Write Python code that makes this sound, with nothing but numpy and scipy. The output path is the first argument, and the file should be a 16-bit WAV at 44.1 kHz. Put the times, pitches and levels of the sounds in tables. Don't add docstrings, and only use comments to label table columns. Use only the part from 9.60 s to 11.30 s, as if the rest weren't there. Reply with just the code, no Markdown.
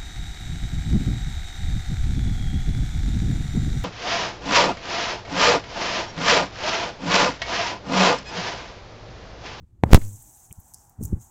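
import sys
import numpy as np
from scipy import signal
from scipy.fft import rfft, irfft
from scipy.io import wavfile

SR = 44100
rng = np.random.default_rng(int(sys.argv[2]) if len(sys.argv) > 2 else 0)


def transcribe(u):
    v = np.clip(np.atleast_2d(u).T, -1, 1)
    q = np.round(v * 32767).astype(np.int16)
    wavfile.write(sys.argv[1], SR, q)


N = 74970
T = np.arange(N) / SR
FREQS = np.fft.rfftfreq(N, 1 / SR)


def amp(db):
    return 10 ** (np.asarray(db) / 20)


def unit(x):
    return x / np.sqrt(np.mean(x ** 2) + 1e-20)


def since(s):
    return np.maximum(T - s, 0)


def level(curve):
    return amp(np.interp(T, *np.transpose(curve)))


def coloured(x, colour):
    hz, db = np.transpose(colour)
    return unit(irfft(rfft(x) * amp(np.interp(np.log(FREQS + 1), np.log(hz), db)), N))


def noise(colour):
    return coloured(rng.standard_normal(N), colour)


def grains(per_s, spread_db):
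    size = amp(spread_db * np.minimum(rng.exponential(1, N), 4))
    return unit(size * rng.choice([-1, 1], N) * (rng.random(N) < per_s / SR))


def wander(rate_hz):
    return unit(irfft(rfft(rng.standard_normal(N)) * (FREQS / rate_hz) * np.exp(-FREQS / rate_hz), N))


def air():
    # t/s, level/dB
    rumble_ride = [(0, -58), (.04, -47), (.06, -60), (.22, -51), (.25, -25.5), (.3, -29.5), (.37, -17.5),
                   (.41, -40.5), (.58, -55), (.68, -56), (.74, -63.5), (1.37, -60.5), (1.395, -37),
                   (1.46, -35), (1.5, -35.5), (1.57, -33), (1.62, -52), (1.7, -62)]
    # f/Hz, level/dB
    rumble_eq = [(20, -4.5), (60, 3), (110, 3.5), (200, -10.5), (330, -16.5), (600, -34), (1200, -39),
                 (2500, -57.5), (6000, -82.5)]
    # t/s, level/dB, f/Hz, half length/s
    buffets = [(.012, -40, 89, 0.0061), (.04, -39, 84, 0.009), (0.68, -58.5, 301, 0.021),
               (.912, -38, 75, 0.0056), (0.919, -45, 189.4, 0.0059), (.988, -36, 84, 0.0092),
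               (1.394, -32, 113, 0.0056), (1.413, -25, 206, 0.0048), (1.427, -22.5, 135, 0.004),
               (1.455, -32.5, 101, 0.005), (1.489, -35.5, 137, 0.0039), (1.53, -14.5, 166, 0.0047),
               (1.54, -15.5, 70, 0.0089), (1.569, -30.5, 88, 0.0077)]
    skew = 0.59
    out = noise(rumble_eq) * level(rumble_ride)
    for s, db, hz, half in buffets:
        phase = 2 * np.pi * hz * (T - s)
        out += amp(db) * np.exp(-((T - s) / half) ** 2) * np.cos(phase + skew * np.sin(phase))
    return out


def outdoors():
    # t/s, level/dB
    hiss_ride = [(0, -88), (.22, -87), (.25, -69), (.29, -66), (.37, -52), (.45, -49), (.62, -52.5),
                 (.85, -54.5), (.88, -59), (1.02, -61.5), (1.06, -57), (1.25, -61), (1.39, -74),
                 (1.44, -47.5), (1.55, -69), (1.58, -66.5), (1.615, -54.5), (1.7, -61.5)]
    # f/Hz, level/dB
    hiss_eq = [(1500, -25), (3000, -24), (4800, -23.5), (6200, -3.5), (8000, -1), (10000, -9), (12000, -10),
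               (15000, -8.5), (16500, -13.5)]
    # t/s, level/dB
    murmur_ride = [(0, -89), (.22, -91), (.45, -67.5), (.8, -64), (1.1, -63), (1.5, -63), (1.7, -63)]
    # f/Hz, level/dB
    murmur_eq = [(100, 2), (300, -1.5), (550, -9), (830, 7), (1150, -7.5), (1600, -11), (2500, -27),
                 (5000, -30), (16000, -38)]
    flutter_db, flutter_hz, band_width_hz = 1.64, 14, 2400
    spectrum = rfft(coloured(rng.standard_normal(N) + .5 * grains(per_s=1500, spread_db=4), hiss_eq))
    band = FREQS // band_width_hz
    hiss = sum(irfft(spectrum * (band == k), N) * amp(flutter_db * wander(flutter_hz))
               for k in np.unique(band))
    return hiss * level(hiss_ride) + noise(murmur_eq) * level(murmur_ride)


def tap():
    # f/Hz, level/dB, t60/s
    modes = [(92, -8, 0.045), (162, -21, 0.069), (264, -23.5, 0.021)]
    tap_s, rise_s, ring_s = .23688, .00046, .2385
    hollow_hz, hollow_decay_s = 850, .0011
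    rise = since(tap_s) / rise_s
    push = amp(2) * (rise * np.exp(1 - rise)) ** 2
    after_peak = since(tap_s) - rise_s
    attack = np.sin(np.pi / 2 * np.minimum(rise, 1)) ** 2
    envelope = attack * np.exp(-after_peak / hollow_decay_s)
    hollow = amp(-4) * envelope * np.cos(2 * np.pi * hollow_hz * after_peak)
    t = since(ring_s)
    ring = sum(amp(db - 60 * t / t60) * np.sin(2 * np.pi * hz * t) for hz, db, t60 in modes)
    return ring - push - hollow


def scrape():
    # t/s, level/dB
    rub_ride = [(.232, -100), (.241, -31.5), (.256, -44.5), (.266, -37.5), (.3, -42), (.32, -36),
                (.37, -40.5), (.4, -55.5), (.47, -65), (.55, -94)]
    # f/Hz, level/dB
    rub_eq = [(60, -12), (200, 0), (500, -4), (900, -12), (1500, -21.5), (2500, -32.5), (5000, -50)]
    # t/s, level/dB
    grit_ride = [(.24, -85.5), (.28, -60.5), (.31, -50.5), (.316, -36), (.324, -38.5), (.332, -21.5),
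                 (.335, -57.5), (.343, -54.5), (.35, -18), (.358, -24.5), (.371, -32.5), (.378, -53),
                 (.4, -56), (.42, -51.5), (.47, -62), (.55, -91)]
    # f/Hz, level/dB
    grit_eq = [(100, -3.5), (500, 1), (1200, -1.5), (3000, -6), (6500, -9.5), (10000, -18), (16000, -18.5)]
    # t/s, level/dB, decay/s
    hand_bumps = [(.2963, -29.5, 0.00022), (0.307, -20, 0.00034), (.315, -16.5, 0.00086),
                  (0.3735, -14.5, 0.00033), (0.3766, -11.5, 0.00069)]
    grit = coloured(grains(per_s=3000, spread_db=3.5) + 0.72 * rng.standard_normal(N), grit_eq)
    bumps = sum(amp(db) * since(s) / decay * np.exp(1 - since(s) / decay) for s, db, decay in hand_bumps)
    return noise(rub_eq) * level(rub_ride) + grit * level(grit_ride) - bumps


def thumps():
    # flip t/s, swell level/dB, build-up/s, tail level/dB, tail f/Hz, decay/s
    cues = [(.3332, 5, 0.0024, 1.5, 3.9, 0.037), (.3468, -1.5, .0008, 14, 60, 0.0033)]
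    out = np.zeros(N)
    for k, (s, swell_db, build, tail_db, hz, decay) in enumerate(cues):
        t = since(s)
        swell = -amp(swell_db) * np.exp(np.minimum(T - s, 0) / build)
        tail = amp(tail_db) * np.exp(-t / decay) * np.cos(2 * np.pi * hz * t)
        out += (-1) ** k * np.where(T < s, swell, tail)
    return out


def distortion_click():
    start_s, click_hz, decay_s = .3444, 9800, .00014
    t = since(start_s)
    return -amp(1) * np.exp(-t / decay_s) * np.sin(2 * np.pi * click_hz * t)


def shudder():
    # t/s, level/dB
    ride = [(.36, -110), (.39, -42), (.425, -36), (.455, -28), (.5, -33), (.55, -36), (.585, -52),
            (.62, -110)]
    # multiple of the pitch, relative level/dB
    harmonics = [(1, -0.5), (2, -20.5), (3, -27), (4, -35), (5, -32)]
    pitch_hz, sag_hz_per_s, start_s = 104, 25, ride[0][0]
    turns = np.cumsum(pitch_hz - sag_hz_per_s * since(start_s)) / SR
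    return level(ride) * sum(amp(db) * np.sin(2 * np.pi * k * turns) for k, db in harmonics)


def ticks():
    # t/s, level/dB, decay/s, centre f/Hz, width/octaves
    cues = [(.389, -44, .002, 12000, .5), (0.416, -46, 0.0048, 1800, 0.64),
            (.45, -40.5, 0.0018, 8400, 0.84), (.528, -48.5, 0.0076, 8200, 0.27),
            (.625, -47, 0.0052, 10000, .5), (.91, -52, 0.0053, 2600, .3), (.9268, -28, 0.00074, 9000, .48),
            (1.0, -48, 0.0076, 12800, 0.46), (1.1378, -38, 0.0021, 9020, 0.78),
            (1.144, -33.5, 0.0024, 8150, 0.64), (1.15, -58.5, 0.076, 6300, 0.32),
            (1.295, -49, 0.0038, 11000, 0.78), (1.428, -38.5, .002, 7360, 0.28),
            (1.435, -34.5, 0.0024, 10000, 0.78), (1.4366, -32.5, 0.0017, 9900, 0.8),
            (1.447, -39, 0.0037, 11000, 0.87), (1.453, -27, 0.001, 9900, 0.82),
            (1.457, -33, 0.0024, 7200, 0.19), (1.608, -55.5, 0.073, 6900, .17)]
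    out = np.zeros(N)
    for s, db, decay, hz, octaves in cues:
        band = np.exp(-.5 * abs(np.log2((FREQS + 1) / hz) / octaves) ** 3)
        fade = (T >= s) * np.exp(-since(s) / decay)
        burst = irfft(rfft(rng.standard_normal(N) * fade) * band, N)
        out += amp(db) * unit(burst) * np.sqrt(np.mean(fade ** 2))
    return out


def scene():
    bump = tap() + scrape() + thumps() + distortion_click() + shudder()
    return (bump + air() + ticks() + outdoors())[None]


def record(dry):
    ceiling, cutoff_hz = .99, 15950
    clipped = np.clip(dry, -ceiling, ceiling)
    low_pass = signal.firwin(255, cutoff_hz, window=("kaiser", 9), fs=SR)
    return signal.oaconvolve(clipped, low_pass[None], "same")


dry = scene()
out = record(dry)
transcribe(out)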